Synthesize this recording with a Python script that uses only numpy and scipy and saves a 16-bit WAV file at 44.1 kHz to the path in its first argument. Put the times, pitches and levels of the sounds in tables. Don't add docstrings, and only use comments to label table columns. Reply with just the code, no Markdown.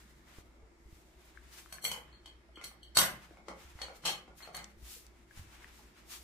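import sys
import numpy as np
from scipy import signal
from scipy.io import wavfile
from scipy.ndimage import uniform_filter1d, minimum_filter1d

SR = 44100
rng = np.random.default_rng(int(sys.argv[2]) if len(sys.argv) > 2 else 0)


def magnitude_from_level(level_db):
    exponent = np.asarray(level_db, float) / 20
    return 10 ** exponent


def dump_mix(stems):
    frames = np.atleast_2d(stems).T
    limited = np.clip(frames, -1, 1)
    pcm = np.round(limited * 32767).astype(np.int16)
    wavfile.write(sys.argv[1], SR, pcm)


N = 274743


def level(x, db):
    return x * magnitude_from_level(db) / np.sqrt(np.mean(x ** 2))


def band(x, lo_hz, hi_hz):
    return signal.sosfilt(signal.butter(2, [lo_hz, min(hi_hz, .45 * SR)], "band", fs=SR, output="sos"), x)


def on_log(table, hz):
    return np.interp(np.log(hz), np.log([row[0] for row in table]), [row[1] for row in table])


def walk(rate_hz):
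    k = int(SR / rate_hz)
    x = np.repeat(rng.standard_normal(N // k + 1), k)
    x = uniform_filter1d(uniform_filter1d(x, k), k)[:N]
    return x / x.std()


def pan_gain(pan_db):
    return magnitude_from_level(np.array([[pan_db], [-pan_db]]) / 2)


def pair(hz, alike_hz, size=N):
    mid, side = rng.standard_normal((2, size))
    share = np.clip(hz / alike_hz, .21, 1)
    return (mid + share * side * np.array([[1], [-1]])) / np.sqrt(1 + share ** 2)


def ring(hz, db, t60_s, turn=0, start=0, rise_s=0.00056):
    t = np.arange(int((np.max(t60_s) + .02) * SR))[:, None] / SR
    decay = np.exp(-np.log(1000) * t / t60_s)
    fade = magnitude_from_level(db) * decay * (1 - np.exp(-t / rise_s))
    phase = 2 * np.pi * hz * t + start
    return np.array([np.sum(fade * np.sin(phase + side * turn), axis=1) for side in (.5, -.5)])


def add(out, start_s, x, pan_db):
    i = int(start_s * SR)
    x = x[:, :N - i] * pan_gain(pan_db)
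    out[:, i:i + x.shape[1]] += x


def chatter(x, span_s, drop_db):
    when, weaker = rng.random((2, 7))
    push = np.zeros((1, int(span_s * SR) + 2))
    push[0, (when * span_s * SR).astype(int)] = magnitude_from_level(drop_db - 14 * when - 2 * weaker)
    push[0, 0] = 1
    return signal.fftconvolve(x, push)


# freq [Hz], density [dB per Hz]
AIR_TONE = [(15, -34), (25, -6), (59, -2.5), (82, -21), (113, -11.5), (267, -11), (340, -17.5),
            (523, -17.5), (2170, -24), (2630, -30), (4150, -31), (7500, -35.5), (15500, -50)]
# freq [Hz], level [dB], width [Hz]
CASE_DRONE = [(61, -73.5, 17), (343, -70.5, 64), (810, -92, 56.2), (2130, -78.5, 280)]


def air():
    tone, t = 0, np.arange(N) / SR
    for hz in 28 * 2 ** np.arange(0, 9.1, .5):
        db = on_log(AIR_TONE, hz) + 1.5 * walk(3)
        tone = tone + magnitude_from_level(db) * band(pair(hz, 1000), hz / 1.153, hz * 1.142)
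    drone = 0
    for hz, level_db, width_hz in CASE_DRONE:
        drone = drone + level(band(pair(hz, 1050), hz - width_hz / 2, hz + width_hz / 2), level_db)
    hum_db, hum_hz = -61 + 1.8 * walk(8.8), 59.7
    hum = magnitude_from_level(hum_db) * np.sin(2 * np.pi * hum_hz * t + walk(2.72))
    return level(tone, -65) + drone + hum


# fastest_s [s], rise_s [s], fall_s [s], level_db [dB], bright_db [dB]
STROKES = [(0.03, .2, 0.7, -71.5, 1), (0.28, 0.033, 0.16, -71, -5.5), (0.385, .12, 0.06, -64.5, -1.5),
           (0.969, 0.21, 0.54, -72, 3.5), (1.3, 0.4, 1, -72, -3.5), (1.255, .03, 0.043, -71.5, 20),
           (5.09, 0.18, 0.31, -75.5, -4.5), (1.587, 0.091, .11, -53, 3.5), (2.12, 0.2, 0.13, -82.5, -16.5),
           (3.225, 0.21, 0.24, -67.5, -5), (3.61, 0.059, .12, -60.5, -2.5), (3.72, 0.16, 0.45, -70, -3),
           (3.97, 0.043, 0.057, -60.5, 1.5), (4.385, 0.029, 0.082, -61, 16), (4.427, 0.047, 0.077, -61, -6),
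           (4.882, 0.095, 0.15, -60.5, 5), (4.938, .1, .11, -52, 14.5), (4.7, .1, 0.14, -74.5, -1.5),
           (5.374, 0.056, .1, -57.5, 1), (5.5, 0.23, 0.3, -68, -2.5), (5.63, 0.17, 0.16, -64.5, -5.5),
           (5.755, 0.058, 0.15, -62, 1.5), (5.98, 0.32, 0.24, -71.5, -4.5), (6.129, 0.058, .13, -48, 6.5)]


def swish():
    body_db, sizzle_db, sizzle_slope = 0.5, -4.5, 0.29
    curve = 1.39
    out, power, t = np.zeros((2, N)), np.zeros((3, N)), np.arange(N) / SR
    slips = magnitude_from_level(1.5 * rng.exponential(size=N) + 2.38 * walk(40))
    for fastest_s, rise_s, fall_s, level_db, bright_db in STROKES:
        near = slice(max(int((fastest_s - 2 * rise_s) * SR), 0), int((fastest_s + 2 * fall_s) * SR))
        after_s = t[near] - fastest_s
        away = np.where(after_s < 0, -after_s / rise_s, after_s / fall_s)
        tilt_db = np.array([[body_db - bright_db], [0], [sizzle_db + sizzle_slope * bright_db]])
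        power[:, near] += magnitude_from_level(level_db + 1.0 + tilt_db - 20 * away ** curve) ** 2
    for (hz, k), gain in zip(((1400, 1.98), (4500, 1.85), (11000, 1.4)), np.sqrt(power)):
        out += level(band(pair(hz, 1670) * slips, hz / k, hz * k), 0) * gain
    return out * pan_gain(1.5)


# start_s [s], peak_db [dB], pitch_hz [Hz], t60_s [s], edge_db [dB]
FINGER_BUMPS = [(0.385, -31, 52, 0.011, -7), (0.631, -50, 61.6, 0.054, -20), (0.858, -49, 55.7, 0.16, -25),
                (0.927, -39.5, 65, 0.023, -30), (3.62, -77, 51.1, 0.07, -11), (3.65, -51.5, 64, 0.45, -14),
                (3.754, -41, 65, 0.04, -23), (4.771, -48.5, 64.5, 0.059, -5),
                (4.827, -47, 60.9, 0.14, -9.5), (5.374, -36, 53.8, 0.021, -29),
                (5.393, -39.5, 87, 0.06, -29), (5.657, -48, 64.5, 0.018, 1)]


def bumps():
    out = np.zeros((2, N))
    for start_s, peak_db, pitch_hz, t60_s, edge_db in FINGER_BUMPS:
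        thump = ring(np.array([pitch_hz, 320]), peak_db + np.array([3, edge_db]), np.array([t60_s, .012]))
        add(out, start_s, thump, 0)
    return out


# start_s [s], peak_db [dB], pitch_hz [Hz], t60_s [s],
# pan_db [left minus right dB]
DRY_TICKS = [(0.625, -63, 450, 0.2, -1), (1.374, -40, 1640, 0.012, 9.5), (1.6604, -40, 1300, 0.0058, 7),
             (1.784, -42.5, 1700, 0.013, 12), (2.49, -62, 656, 0.087, .6), (2.575, -49, 334, 0.043, .6),
             (3.31, -50, 334, 0.057, 1), (3.483, -48, 336, 0.09, 2), (3.51, -52.5, 303, 0.088, .6),
             (4.279, -54, 330, 0.036, 3), (4.965, -61, 467, 0.09, 4), (5.3095, -49, 1660, 0.018, 7.5),
             (5.6442, -38, 1880, 0.0079, 11), (5.79, -60.5, 847, 0.09, 3)]


def ticks():
    out = np.zeros((2, N))
    for start_s, peak_db, pitch_hz, t60_s, pan_db in DRY_TICKS:
        tick = ring(pitch_hz * np.array([1, 1.25]), peak_db + np.array([3.5, -7]), t60_s)
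        add(out, start_s, tick, pan_db)
    return out


# start_s [s], peak_db [dB], low_db, high_db, rebound_db [dB above peak]
CHINA_HITS = [(1.7245, -44, -11.5, 8.5, -28), (1.823, -56, -7, 11, 4), (1.8414, -37.5, -23, 9, -4.5),
              (1.8497, -35.5, 2, 9, -22), (1.914, -41, 4, 8, -31), (2.1271, -58.5, -10, -20, -1.5),
              (2.2578, -50, -3, -6, -14), (2.5566, -56, 2, -3.5, -11), (2.6412, -40, -11.5, 4.5, -20),
              (2.83, -52, -2.5, -3.5, -13.5), (2.97, -12.5, -25, 0, -15), (2.9864, -29, -1.5, 13.5, -4.5),
              (3.8173, -35, -11, -8, -25), (4.0544, -31, -7, 1, 1.5), (4.4227, -50.5, -14.5, -4, 0),
              (4.5471, -38, -10, -0.5, -7.5)]
PLATE_HZ = [3020, 3110, 3220, 3850, 4300, 4420, 4610, 4890, 5760, 5900, 6260, 6550, 7650, 8010, 8180, 8810,
            9480, 10450, 10900, 11300, 11850, 12320, 13300, 13620, 14380, 14850, 15050]
PLATE_DB = [7.5, -3, 8, -9, 4.5, -1.5, -15.5, -23, -7, -8, -12, -9, -5, -4, -9.5, -6.5, -3.5, -6.5, -7.5,
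            -0.5, 0, -1.5, -6.5, -16, -12.5, -7.5, -9]
PLATE_EDGES_HZ = (3600, 5200, 10100)
TABLE_PAN_DB = 2


def clinks():
    out, hz = np.zeros((2, N)), np.array(PLATE_HZ)
    group = np.searchsorted(PLATE_EDGES_HZ, hz)
    for start_s, peak_db, low_db, high_db, rebound_db in CHINA_HITS:
        blend_odd, pitch_odd, turn_odd, phase_odd = rng.standard_normal((4, len(hz)))
        top_db = 1.24 * high_db - 7.5
        group_db = np.array([low_db, 0, high_db - 3, top_db - 3])[group]
        blend_db = peak_db - 1.5 + np.array(PLATE_DB) + group_db + 0.59 * blend_odd
        tone = ring(hz * (1 + 0.008 * pitch_odd), blend_db, t60_s=0.038, turn=1.54 * turn_odd,
                    start=np.pi * phase_odd, rise_s=.0011)
        add(out, start_s, chatter(tone, span_s=0.055, drop_db=rebound_db), TABLE_PAN_DB)
    return out


# pitch_hz [Hz], level_db [dB], t60_s [s]
WOOD_MODES = [(580, 7, 0.011), (734, -25, 0.023), (801, 2.5, 0.019), (935, -12, 0.014),
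              (1140, 11.5, 0.0074), (1430, 1, 0.029), (1695, 10, 0.0035), (2072, 6, 0.025),
              (2259, 2.5, 0.028), (2678, 11.5, 0.0037), (3150, -4, 0.0069)]


def wood_blow(peak_db, best_hz, crack_db, rebound_db):
    hz, mode_db, t60_s = np.transpose(WOOD_MODES)
    pitch_odd, turn_odd, phase_odd = rng.standard_normal((3, len(hz)))
    blend_db = peak_db - 2.5 + mode_db - 7 * np.abs(np.log2(hz / best_hz))
    tone = ring(hz * (1 + 0.038 * pitch_odd), blend_db, t60_s, turn=turn_odd * hz / 2500,
                start=np.pi * phase_odd, rise_s=0.00038)
    crack = band(pair(6000, 4000, size=800), 1200, 7000) * np.exp(-np.arange(800) / (0.009 * SR))
    tone[:, :800] += crack * magnitude_from_level(peak_db + crack_db)
    return chatter(tone, span_s=.05, drop_db=rebound_db)


# start_s [s], peak_db [dB], best_hz [Hz], crack_db, rebound_db [dB above peak]
HARD_KNOCKS = [(1.725, -44.5, 1000, -1, -13), (1.841, -47, 960, -4, 3), (1.85, -38.5, 2130, 5, -25),
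               (1.916, -40.5, 900, 6, -19), (2.259, -56.5, 830, 8.5, -28), (2.613, -47, 1470, -4.5, -6),
               (2.639, -51.5, 1010, 10.5, -15), (2.97, -22.5, 1070, 1, -8), (3.015, -27.5, 1430, 6, -17),
               (3.483, -34, 637, -8, -25.5), (3.816, -38, 560, 4, -12.5), (4.052, -36.5, 810, 9.5, 3.5),
               (4.063, -40, 765, 8, -2.5), (4.545, -43.5, 1140, 0, -2), (4.574, -45, 1220, 0.5, -5)]


def knocks():
    out = np.zeros((2, N))
    for start_s, peak_db, best_hz, crack_db, rebound_db in HARD_KNOCKS:
        add(out, start_s, wood_blow(peak_db, best_hz, crack_db, rebound_db), TABLE_PAN_DB)
    return out


# start_s [s], level_db [dB]
HAND_THUDS = [(1.725, -60.5), (1.841, -50.5), (1.917, -59.5), (1.963, -63), (2.64, -62), (2.97, -40.5),
              (3.016, -46.5), (3.37, -67), (3.483, -56.5), (3.816, -65), (4.038, -50.5), (4.277, -66),
              (4.475, -63.5), (4.543, -56)]
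# pitch_hz [Hz], level_db [dB], t60_s [s]
TABLE_MODES = [(146.5, 5.5, 0.15), (173.3, 9.5, 0.12), (208.4, -2, 0.42), (318, -4, 0.039)]


def thuds():
    out = np.zeros((2, N))
    hz, mode_db, t60_s = np.transpose(TABLE_MODES)
    for start_s, level_db in HAND_THUDS:
        add(out, start_s, ring(hz, level_db - 6 + mode_db, t60_s, rise_s=0.0088), 0)
    return out


# start_s [s], peak_db [dB], best_hz [Hz]
SOFT_TAPS = [(1.963, -45.5, 560), (2.492, -64, 650), (2.572, -48.5, 1300), (2.714, -55.5, 795),
             (2.986, -29.5, 1000), (3.308, -53, 619), (3.371, -51.5, 900), (3.789, -46.5, 1430),
             (3.884, -42.5, 570), (4.038, -47, 1020), (4.278, -49.5, 635), (4.405, -50.5, 1380),
             (4.475, -41.5, 550)]


def taps():
    out = np.zeros((2, N))
    for start_s, peak_db, best_hz in SOFT_TAPS:
        add(out, start_s, wood_blow(peak_db, best_hz, crack_db=-12, rebound_db=-10), TABLE_PAN_DB)
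    return out


# start_s [s], peak_db [dB], middle_hz [Hz], pan_db [left minus right dB]
WIDE_SNAPS = [
    (4.5679, -30.5, 10900, 1),
    (4.6429, -33.5, 6100, 3),
    (5.066, -44, 6700, -1),
]


def snaps():
    out = np.zeros((2, N))
    for start_s, peak_db, middle_hz, pan_db in WIDE_SNAPS:
        click = pair(middle_hz, 9000, size=400) * np.exp(-np.arange(400) / (0.002 * SR))
        add(out, start_s, band(click, middle_hz / 1.9, middle_hz * 1.18) * magnitude_from_level(peak_db + 1.0), pan_db)
    return out


# freq [Hz], t60 [s]
DECAY_T60 = [(150, 0.61), (600, 0.36), (2000, 0.37), (5000, 0.2), (14000, 0.25)]


def echoes(wet_db, build_s):
    t, tail = np.arange(SR // 2) / SR, 0
    for hz in 60 * 2. ** np.arange(9):
        octave = band(pair(hz, 1300, size=len(t)), hz / np.sqrt(2), hz * np.sqrt(2))
        tail = tail + octave * np.exp(-np.log(1000) * t / on_log(DECAY_T60, hz))
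    tail = tail * (1 - np.exp(-(t / build_s) ** 2))
    return tail * magnitude_from_level(wet_db) / np.sqrt(np.sum(tail ** 2) / 2)


def room(x, wet_db, build_s):
    out, step = np.zeros((2, N)), 2 * SR // 5
    for i in range(0, N, step):
        mono = x[:, i:i + step].mean(axis=0, keepdims=True)
        add(out, (i + .5) / SR, signal.fftconvolve(mono, echoes(wet_db, build_s)), 0)
    return out


def scene():
    table = clinks() + knocks() + thuds() + taps()
    near = bumps() + ticks() + snaps()
    wet = room(table + magnitude_from_level(-14.0) * near, wet_db=1.5, build_s=.007)
    return table + wet + near + swish() + air()


def smear(x, noise_db, mask_db):
    window = np.sin(np.pi * (np.arange(2048) + .5) / 2048)
    shape = dict(window=window, nperseg=2048, noverlap=1024)
    spec = signal.stft(np.pad(x, ((0, 0), (76, 0))), **shape)[2]
    spec = spec * (1 + magnitude_from_level(noise_db) * np.exp(2j * np.pi * rng.random(spec.shape)))
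    power = np.mean(np.abs(spec[:, :1024].reshape(2, 64, 16, -1)) ** 2, axis=2)
    loudest = -minimum_filter1d(-power, size=9, axis=1)
    weak = (power < loudest * magnitude_from_level(2 * mask_db)) & (np.arange(64) > 6)[:, None]
    spec[:, :1024] *= np.where(np.repeat(weak, 16, axis=1), .05, 1)
    return signal.istft(spec, **shape)[1][:, 76:76 + N]


def low_pass(x):
    return signal.sosfilt(signal.butter(12, 16310, fs=SR, output="sos"), x)


def record(dry):
    top_cut = signal.ellip(10, .2, 80, 15450, fs=SR, output="sos")
    mix = smear(signal.sosfilt(top_cut, dry), noise_db=-9.5, mask_db=-17)
    return low_pass(mix)


dry = scene()
out = record(dry)
dump_mix(out)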